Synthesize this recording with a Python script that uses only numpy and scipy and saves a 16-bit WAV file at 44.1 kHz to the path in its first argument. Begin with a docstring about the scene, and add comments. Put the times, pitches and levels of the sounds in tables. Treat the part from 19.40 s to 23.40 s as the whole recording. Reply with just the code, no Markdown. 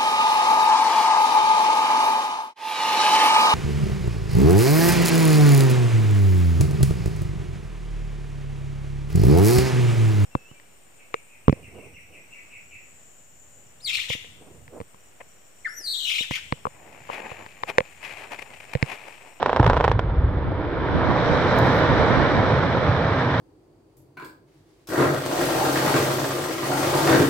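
"""A quarry blast from the rim, on a stereo microphone in the open. Across the pit, fuses crackle and
detonators crack along the bench, the main ones some 34 ms apart; buried charges heave the ground in low
thumps. The face slumps, then collapses in a swelling roar of tumbling rock over a deep rumble.
As it swells, a breeze puffs on the microphone and large rocks knock one by one in the distance.
Just after two seconds a dry stalk ticks close by on the left."""
import sys
import numpy as np
from scipy import signal
from scipy.fft import rfft, irfft, next_fast_len
from scipy.io import wavfile
from scipy.ndimage import map_coordinates

SR = 44100
rng = np.random.default_rng(int(sys.argv[2]) if len(sys.argv) > 2 else 0)


def to_wav(sig):
    """Store sig (one row per channel, or 1-D mono) as 16-bit WAV at the path in sys.argv[1].

    Samples outside -1..1 are clipped; the rate is SR.
    """
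    pcm = np.clip(np.atleast_2d(sig), -1, 1) * 32767
    pcm = np.round(pcm).astype(np.int16)
    wavfile.write(sys.argv[1], SR, pcm.T)  # frames by channels


N = 176400
TIME = np.arange(N) / SR


def amp(db):
    """Decibels to gain."""
    return 10 ** (np.asarray(db) / 20)


def unit(x):
    """Scale to rms 1."""
    return x / np.sqrt(np.mean(x ** 2) + 1e-20)


def along(points, hz):
    """Read (f/Hz, value) points on a log axis."""
    freqs, values = np.transpose(points)
    return np.interp(np.log(hz + 1), np.log(freqs + 1), values)


def level(points):
    """Gain per sample from (t/s, level/dB) points."""
    return amp(np.interp(TIME, *np.transpose(points)))


def filtered(x, response):
    """Pass x through a complex response of frequency."""
    size = next_fast_len(N + SR // 2)
    return irfft(rfft(x, size) * response(np.fft.rfftfreq(size, 1 / SR)), size)[..., :N]


def pulse(colour, size=4096):
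    """The sharpest causal pulse with this spectrum, peak 1."""
    cepstrum = irfft(np.log(amp(along(colour, np.fft.rfftfreq(size, 1 / SR)))))
    cepstrum[1:size // 2] *= 2
    cepstrum[size // 2 + 1:] = 0
    wave = irfft(np.exp(rfft(cepstrum)))
    return wave / np.abs(wave).max()


def struck(hits, colour):
    """Sound a pulse of this colour at every hit in a pair of signals."""
    return signal.fftconvolve(hits, pulse(colour)[None], axes=1)[:, :N]


def add(track, start_s, x):
    """Mix x into the track."""
    part = track[..., max(0, round(start_s * SR)):][..., :x.shape[-1]]
    part += x[..., :part.shape[-1]]


# how alike diffuse sound is at the two microphone ports (f/Hz, correlation)
COHERENCE = [(30, 1), (70, 0.98), (130, 1), (250, 1), (450, .95), (850, 0.91), (1600, 0.64), (2300, 0.5),
             (3200, 0.55), (6000, 0)]

def spread(pair, colour=((1, 0),)):
    """Colour two unrelated signals (flat by default) and blend them into a diffuse left and right."""
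    def response(hz):
        angle = np.arccos(np.clip(along(COHERENCE, hz), -1, 1)) / 2
        return amp(along(colour, hz)) * [np.cos(angle), np.sin(angle)]
    mid, side = filtered(pair, response)
    return np.array([mid + side, mid - side])


def tail(t60_s, rise_s, lumpy=0):
    """A pair of dying noise bursts, energy about 1 each; lumpy makes separate echoes stand out."""
    t = np.arange(SR // 5) / SR
    ledges = np.repeat(rng.standard_normal(len(t) // 32 + 1), 32)[:len(t)]
    shape = amp(-60 * t / t60_s) * (1 - np.exp(-(t / rise_s) ** 2))
    shape *= np.exp(lumpy * np.clip(ledges, -2, 2))
    return rng.standard_normal((2, len(t))) * shape / np.linalg.norm(shape)


def whiten(echoes):
    """Even out the spectrum and keep 50 ms, so that short echoes crackle without a hollow note."""
    spectrum = rfft(echoes)
    return irfft(spectrum / np.abs(spectrum)) * (np.arange(echoes.shape[1]) < SR / 20)


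def tumble(colour, per_s, spread_db, share, flutter_db, flutter_hz):
    """Rock on rock, rms 1: single impacts carry a share of the power, countless small ones the rest."""
    hits = (rng.random(N) < per_s / SR) * amp(spread_db * np.clip(rng.standard_normal(N), -2, 2))
    hits = hits * np.array([np.sign(rng.standard_normal(N)), rng.standard_normal(N)])
    wash = rng.standard_normal((2, N))
    impacts = struck(np.sqrt(share) * unit(hits) + np.sqrt(1 - share) * wash, colour)
    flutter = map_coordinates(rng.standard_normal(1024), [TIME * flutter_hz], mode="wrap")
    return unit(spread(impacts) * amp(flutter_db * flutter))


# a fuse's snap, heard from the rim (f/Hz, level/dB)
FUSE_COLOUR = [(60, -32.5), (230, -3), (450, -6.5), (950, 4), (1500, -16), (2200, -14), (3200, -14.5),
               (5400, -36), (8000, -38), (9500, -69), (14000, -82.5)]

def fuses(per_s=240, until_s=0.52, level_db=-26, spread_db=0.5):
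    """Surface fuses snap faintly along the far bench, between the main cracks."""
    fired = (rng.random(N) < per_s / SR) * (TIME < until_s)
    size = amp(level_db + spread_db * np.clip(rng.standard_normal(N), -2, 2))
    snaps = fired * size * np.array([np.ones(N), rng.standard_normal(N)])
    return spread(struck(snaps, FUSE_COLOUR))


# detonators firing along the bench (t/s, level/dB, treble/dB, scatter off nearby rock/dB)
CRACKS = [(0.023, -15, 2, -9), (0.0286, -3, 3, -9.5), (.0392, -33, -5, -3), (.0476, -31.5, -10, -12),
          (0.0606, -3.5, 0.5, -4.5), (0.0633, -17, 12.5, -6.5), (0.0705, -22.5, -7, -9.5),
          (.0822, -17, -5, -18), (0.095, -5, -4.5, -7), (0.1014, -15.5, 11, -10.5),
          (0.115, -16, -20.5, -14), (0.1304, -5, -4, -8.5), (0.149, -24, -5, -13), (0.1625, -5, 6, -6.5),
          (0.17, -6.5, -3.5, -7.5), (0.18, -17.5, -8, -7.5), (0.1966, -9, -6, 4), (.199, -10.5, 4, -7),
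          (0.2107, -17.5, -8.5, -7), (0.2295, -6.5, 0.5, -3.5), (0.243, -13.5, -2, 6), (0.2631, -8, -2, 7),
          (0.267, -24.5, -0.5, -10), (0.2751, -12, -0.5, 3), (0.2978, -12.5, -2, -13.5),
          (0.2993, -1, 1, -9.5), (0.3033, -10.5, -1, -7.5), (.3102, -10.5, -4, -4), (0.3327, -6.5, 5, -7.5),
          (.338, -23, -2.5, -1), (0.343, -11.5, -2.5, -4.5), (.3677, -6, -0.5, -7), (0.3738, -7.5, 3.5, -5),
          (.402, -8.5, -4.5, -8.5), (0.4089, -5, -1.5, -4.5), (0.4417, -5, 5.5, -3), (0.4464, -5, 0, -5.5),
          (.4502, -8, -1, -6.5), (.4793, -2.5, -1.5, -9), (.484, -14.5, -7, 2), (.5155, -5.5, 1, -3),
          (.593, -5.5, 3, -8), (0.5959, -17.5, 8.5, -13)]
# how much of a crack's treble setting applies (f/Hz, share)
TREBLE_SHARE = [(900, 0.1), (4000, 0.9)]
# a crack and its two paths to the rim (f/Hz, level/dB)
CRACK_COLOUR = [(60, -25.5), (230, -12.5), (330, -7.5), (450, 2.5), (720, 0.5), (950, 3), (1200, -5),
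                (1500, -6), (2100, -16), (2700, -21), (3400, -24.5), (4300, -33), (5400, -32.5),
                (6900, -44.5), (8000, -43), (9500, -56), (14000, -62)]
DIRECT_TILT = [(1200, -0.5), (3000, -1), (8000, -6.5)]  # the straight path loses treble
SCATTER_TILT = [(600, -3.5), (1500, 0.5), (4000, 4), (8000, 2)]  # rough rock throws back treble best

def detonators(walls_db=-22.5):
    """Each shock reaches the rim clean, then scattered off the nearby rock and the quarry walls."""
    direct, echoes = np.zeros(N), np.zeros((2, N))
    for start_s, db, treble_db, scatter_db in CRACKS:
        colour = [(hz, band_db + treble_db * along(TREBLE_SHARE, hz)) for hz, band_db in CRACK_COLOUR]
        shock = amp(db) * pulse(colour)
        scatter = amp(scatter_db) * whiten(tail(t60_s=0.018, rise_s=0.0014))
        walls = amp(walls_db) * tail(t60_s=0.17, rise_s=0.0084, lumpy=0.89)
        add(direct, start_s, shock)
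        add(echoes, start_s, signal.fftconvolve(scatter + walls, shock[None], axes=1))
    return filtered(direct, lambda hz: amp(along(DIRECT_TILT, hz))) + spread(echoes, SCATTER_TILT)


# thumps of the ground and of big blocks down in the pit (t/s, f/Hz, level/dB)
THUMPS = [(0.199, 280, -10), (0.2051, 107.4, -7.5), (0.2052, 278, -12.5), (0.2151, 130, -18.5),
          (0.2605, 106, -14), (0.2789, 118, -10.5), (0.2968, 90, -13.5), (0.318, 71.4, -16),
          (.347, 45.6, -20), (0.363, 90, -17), (0.4978, 115.5, -19), (0.5057, 96.4, -15),
          (0.551, 95, -23.5), (0.5615, 93, -13), (0.6392, 85, -25.5), (0.649, 96.4, -20),
          (0.694, 49.8, -18), (0.7173, 55, -26), (0.7898, 61.8, -11), (0.847, 67, -11.5),
          (0.89, 91.3, -17.5), (0.9434, 65, -21.5), (0.975, 78.7, -17), (1.56, 147, -17), (1.572, 137, -24),
          (2.7, 155, -17), (3.14, 135, -16), (3.496, 115, -16)]
# shaking of the bench (t/s, level/dB) and its spectrum (f/Hz, level/dB)
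HEAVE = [(0, -48.5), (.18, -31), (.21, -21.5), (.36, -22.5), (.42, -26), (.5, -26), (.6, -26), (.75, -25),
         (.92, -24.5), (1.1, -28), (1.3, -32), (1.9, -34), (3, -37), (4, -42)]
HEAVE_COLOUR = [(15, -5.5), (32, -1.5), (55, 9.5), (115, 5.5), (170, -1.5), (260, -32), (600, -73.5),
                (1500, -120)]

def ground(half_width_cycles=0.47):
    """Each thump reaches the microphone as one short swing of pressure, over the shaking of the bench."""
    thumps = np.zeros(N)
    for centre_s, hz, db in THUMPS:
        cycles = (TIME - centre_s) * hz
        swing = np.sin(2 * np.pi * cycles) * np.exp(-.5 * (cycles / half_width_cycles) ** 2)
        thumps += amp(db) * swing / swing.max()
    shaking = tumble(HEAVE_COLOUR, per_s=160, spread_db=2.5, share=0.5, flutter_db=0, flutter_hz=23)
    return thumps + level(HEAVE) * shaking


# the face coming down across the pit: first slide, then debris from coarse to fine (t/s, level/dB)
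SLUMP = [(.6, -43.5), (.85, -35.5), (1.1, -36), (1.35, -31), (1.6, -33), (2, -58)]
BLOCKS = [(0, -46), (.9, -33), (1.3, -47), (1.65, -34.5), (2.1, -25), (2.3, -22.5), (2.55, -27),
          (2.8, -27.5), (3.15, -23), (3.38, -27.5), (3.5, -22), (3.7, -25), (4, -23.5)]
ROAR = [(0, -34), (.3, -26.5), (.55, -34), (.66, -33.5), (.9, -33), (1.2, -31.5), (1.5, -26.5), (1.7, -22),
        (2.25, -19), (2.8, -20), (3.15, -22.5), (3.5, -23.5), (4, -24)]
CHIPS = [(0, -42.5), (.5, -41.5), (.65, -43.5), (.9, -44), (1.25, -39.5), (1.55, -32.5), (1.85, -28.5),
         (2.3, -26), (2.8, -26.5), (3.3, -29.5), (4, -29)]
GRIT = [(0, -55), (.5, -62), (.65, -80.5), (.95, -96), (1.25, -77), (1.55, -56.5), (1.85, -45),
        (2.25, -43.5), (2.8, -44.5), (3.3, -49), (4, -49)]
# the spectrum of each at the rim (f/Hz, level/dB)
SLUMP_COLOUR = [(60, -40.5), (220, -17), (290, 2.5), (400, -2.5), (520, -13.5), (1000, -42), (3000, -110)]
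BLOCK_COLOUR = [(20, -37), (50, -19), (85, -3), (120, 1), (160, -2.5), (200, -10), (300, -18.5),
                (900, -84.5), (2000, -120)]
ROAR_COLOUR = [(60, -39.5), (150, -12), (200, -6), (260, -1), (320, -3.5), (380, -4.5), (480, 0.5),
               (620, -2), (740, -5.5), (980, -4), (1200, -10), (1500, -13.5), (2000, -29.5), (2800, -38.5),
               (6000, -100), (9000, -120)]
CHIP_COLOUR = [(500, -49.5), (1200, 6.5), (1400, 7.5), (1800, 7.5), (2000, 2.5), (2300, 1.5), (2600, -8),
               (2850, -8.5), (3050, -6), (3300, -9), (3520, -7.5), (3700, -11), (4000, -12.5),
               (4400, -18.5), (5400, -22), (6200, -37.5), (7500, -66.5), (9500, -100), (14000, -115)]
GRIT_COLOUR = [(2500, -26), (3900, 10), (4400, 1), (5000, -2), (5500, 2), (6100, -5.5), (6900, -15),
               (7600, -13.5), (8300, -17.5), (9000, -49), (14000, -84)]

def rockfall():
    """The far face slumps dully; blocks rumble, rocks roar, chips clatter and grit hisses as it falls."""
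    slump = tumble(SLUMP_COLOUR, per_s=150, spread_db=2.5, share=0.28, flutter_db=2, flutter_hz=20)
    blocks = tumble(BLOCK_COLOUR, per_s=47, spread_db=5, share=0.19, flutter_db=0.8, flutter_hz=20)
    roar = tumble(ROAR_COLOUR, per_s=700, spread_db=1.5, share=0.35, flutter_db=0.5, flutter_hz=29)
    chips = tumble(CHIP_COLOUR, per_s=1200, spread_db=1, share=0.3, flutter_db=0.5, flutter_hz=52)
    grit = tumble(GRIT_COLOUR, per_s=830, spread_db=2, share=0.12, flutter_db=1, flutter_hz=38)
    return (level(SLUMP) * slump + level(BLOCKS) * blocks + level(ROAR) * roar
            + level(CHIPS) * chips + level(GRIT) * grit)


# breeze right on the microphone (t/s, level/dB)
BREEZE = [(0, -41), (.6, -42), (1.25, -34.5), (1.6, -27), (2.2, -29), (2.8, -27), (3.15, -29.5),
          (3.45, -31.5), (3.65, -37), (4, -41.5)]
# its stronger puffs (t/s, left level/dB, right level/dB)
PUFFS = [(1.09, -23, -35.5), (1.56, -20, -20.5), (1.701, -31, -18), (1.929, -25.5, -20.5),
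         (2.515, -24, -23), (2.604, -31, -22), (2.72, -25.5, -21), (2.801, -30.5, -17.5),
         (2.979, -22.5, -19.5)]
# spectra of the buffeting (f/Hz, level/dB)
BREEZE_COLOUR = [(20, -27.5), (50, -9), (100, 3), (150, 1.5), (220, -8), (330, -4.5), (600, -28.5),
                 (1500, -75.5), (4000, -120)]
PUFF_COLOUR = [(20, -21.5), (60, 7), (120, 5.5), (280, 0), (420, -11.5), (800, -22), (2000, -74),
               (5000, -120)]

def breeze(half_width_s=0.027):
    """Eddies buffet each microphone port on its own; the stronger puffs reach higher in pitch."""
    def eddies(colour):
        return unit(filtered(rng.standard_normal((2, N)), lambda hz: amp(along(colour, hz))))
    puffs = sum(amp([[left_db], [right_db]]) * np.exp(-.5 * ((TIME - centre_s) / half_width_s) ** 2)
                for centre_s, left_db, right_db in PUFFS)
    return level(BREEZE) * eddies(BREEZE_COLOUR) + puffs * eddies(PUFF_COLOUR)


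# single large rocks striking in the pit (t/s, f/Hz, level/dB)
ROCKS = [(1.486, 1180, -17), (1.703, 1200, -10.5), (1.711, 492, -11.5), (1.894, 469, -13.5),
         (2.134, 1190, -11), (2.511, 478, -17), (2.535, 1200, -12.5), (2.608, 398, -12.5),
         (2.664, 1100, -9), (2.796, 461, -10), (2.962, 1210, -20), (2.973, 505, -12.5),
         (3.232, 1200, -15.5), (3.751, 1200, -20), (3.832, 488, -19)]
# what the distance to the rim leaves of a knock (f/Hz, level/dB)
AIR_LOSS = [(1500, -2), (3000, -11), (6000, -40)]

def knocks(t60_cycles=14.2, half_width_octaves=0.53):
    """The largest rocks strike one by one above the roar: the bigger, the lower and longer the knock."""
    track, t = np.zeros((2, N)), np.arange(SR // 8) / SR
    octaves = np.log2(np.fft.rfftfreq(len(t), 1 / SR) + 1)
    for start_s, hz, db in ROCKS:
        band = np.exp(-.5 * ((octaves - np.log2(hz)) / half_width_octaves) ** 2)
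        noise = irfft(rfft(rng.standard_normal((2, len(t)))) * band)
        knock = noise * amp(-60 * t * hz / t60_cycles) * (1 - np.exp(-(t * hz) ** 2))
        add(track, start_s, amp(db) * knock / np.abs(knock).max(axis=1, keepdims=True))
    return spread(track, AIR_LOSS)


# ticks and rustle of a dry stalk beside the microphone (t/s, level/dB)
TICKS = [(2.1876, -21), (2.2708, -36.5), (2.35, -42.5), (2.3888, -40)]
RUSTLE = [(2.12, -120), (2.144, -76.5), (2.154, -58.5), (2.2, -54.5), (2.27, -59.5), (2.315, -71.5),
          (2.35, -57), (2.402, -56), (2.411, -88), (2.43, -120)]
# their bright, close-up spectrum (f/Hz, level/dB)
STALK_COLOUR = [(2000, -32.5), (5000, -12), (7500, -7.5), (9300, -15), (11000, -5), (12500, -4),
                (13500, -1.5), (14500, -9), (15300, -10)]

def stalk(left_over_right_db=19):
    """A dry stalk bends close by: a faint rustle, with tiny bright snaps on the left."""
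    bursts = np.zeros((2, N))
    for start_s, db in TICKS:
        add(bursts, start_s, amp(db) * tail(t60_s=0.012, rise_s=0.0003))
    pan = amp([[left_over_right_db / 2], [-left_over_right_db / 2]])
    rustle = tumble(STALK_COLOUR, per_s=840, spread_db=6, share=0.4, flutter_db=3.5, flutter_hz=60)
    return pan * struck(bursts, STALK_COLOUR) + level(RUSTLE) * rustle


def scene():
    """Blast and collapse across the pit, breeze and stalk at the microphone."""
    return fuses() + detonators() + ground() + rockfall() + breeze() + knocks() + stalk()


# imbalance of the two microphone ports (f/Hz, left over right level/dB)
PORT_BALANCE = [(60, 0), (170, -2), (460, -2.5), (760, -3.5), (1270, -3), (2110, 3), (2700, -3),
                (3520, -13), (5850, -5.5), (10000, -4)]

def record(dry, left_lead_s=0.00005, ceiling=0.9, knee=8, top_hz=15600):
    """The microphone on the rim: two unequal ports, soft overload and the recorder's band limit."""
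    sides = np.array([[.5], [-.5]])
    def ports(hz):
        return amp(sides * along(PORT_BALANCE, hz)) * np.exp(2j * np.pi * hz * sides * left_lead_s)
    heard = filtered(dry, ports)
    limited = heard / (1 + np.abs(heard / ceiling) ** knee) ** (1 / knee)
    return filtered(limited, lambda hz: hz < top_hz)


dry = scene()
out = record(dry)
to_wav(out)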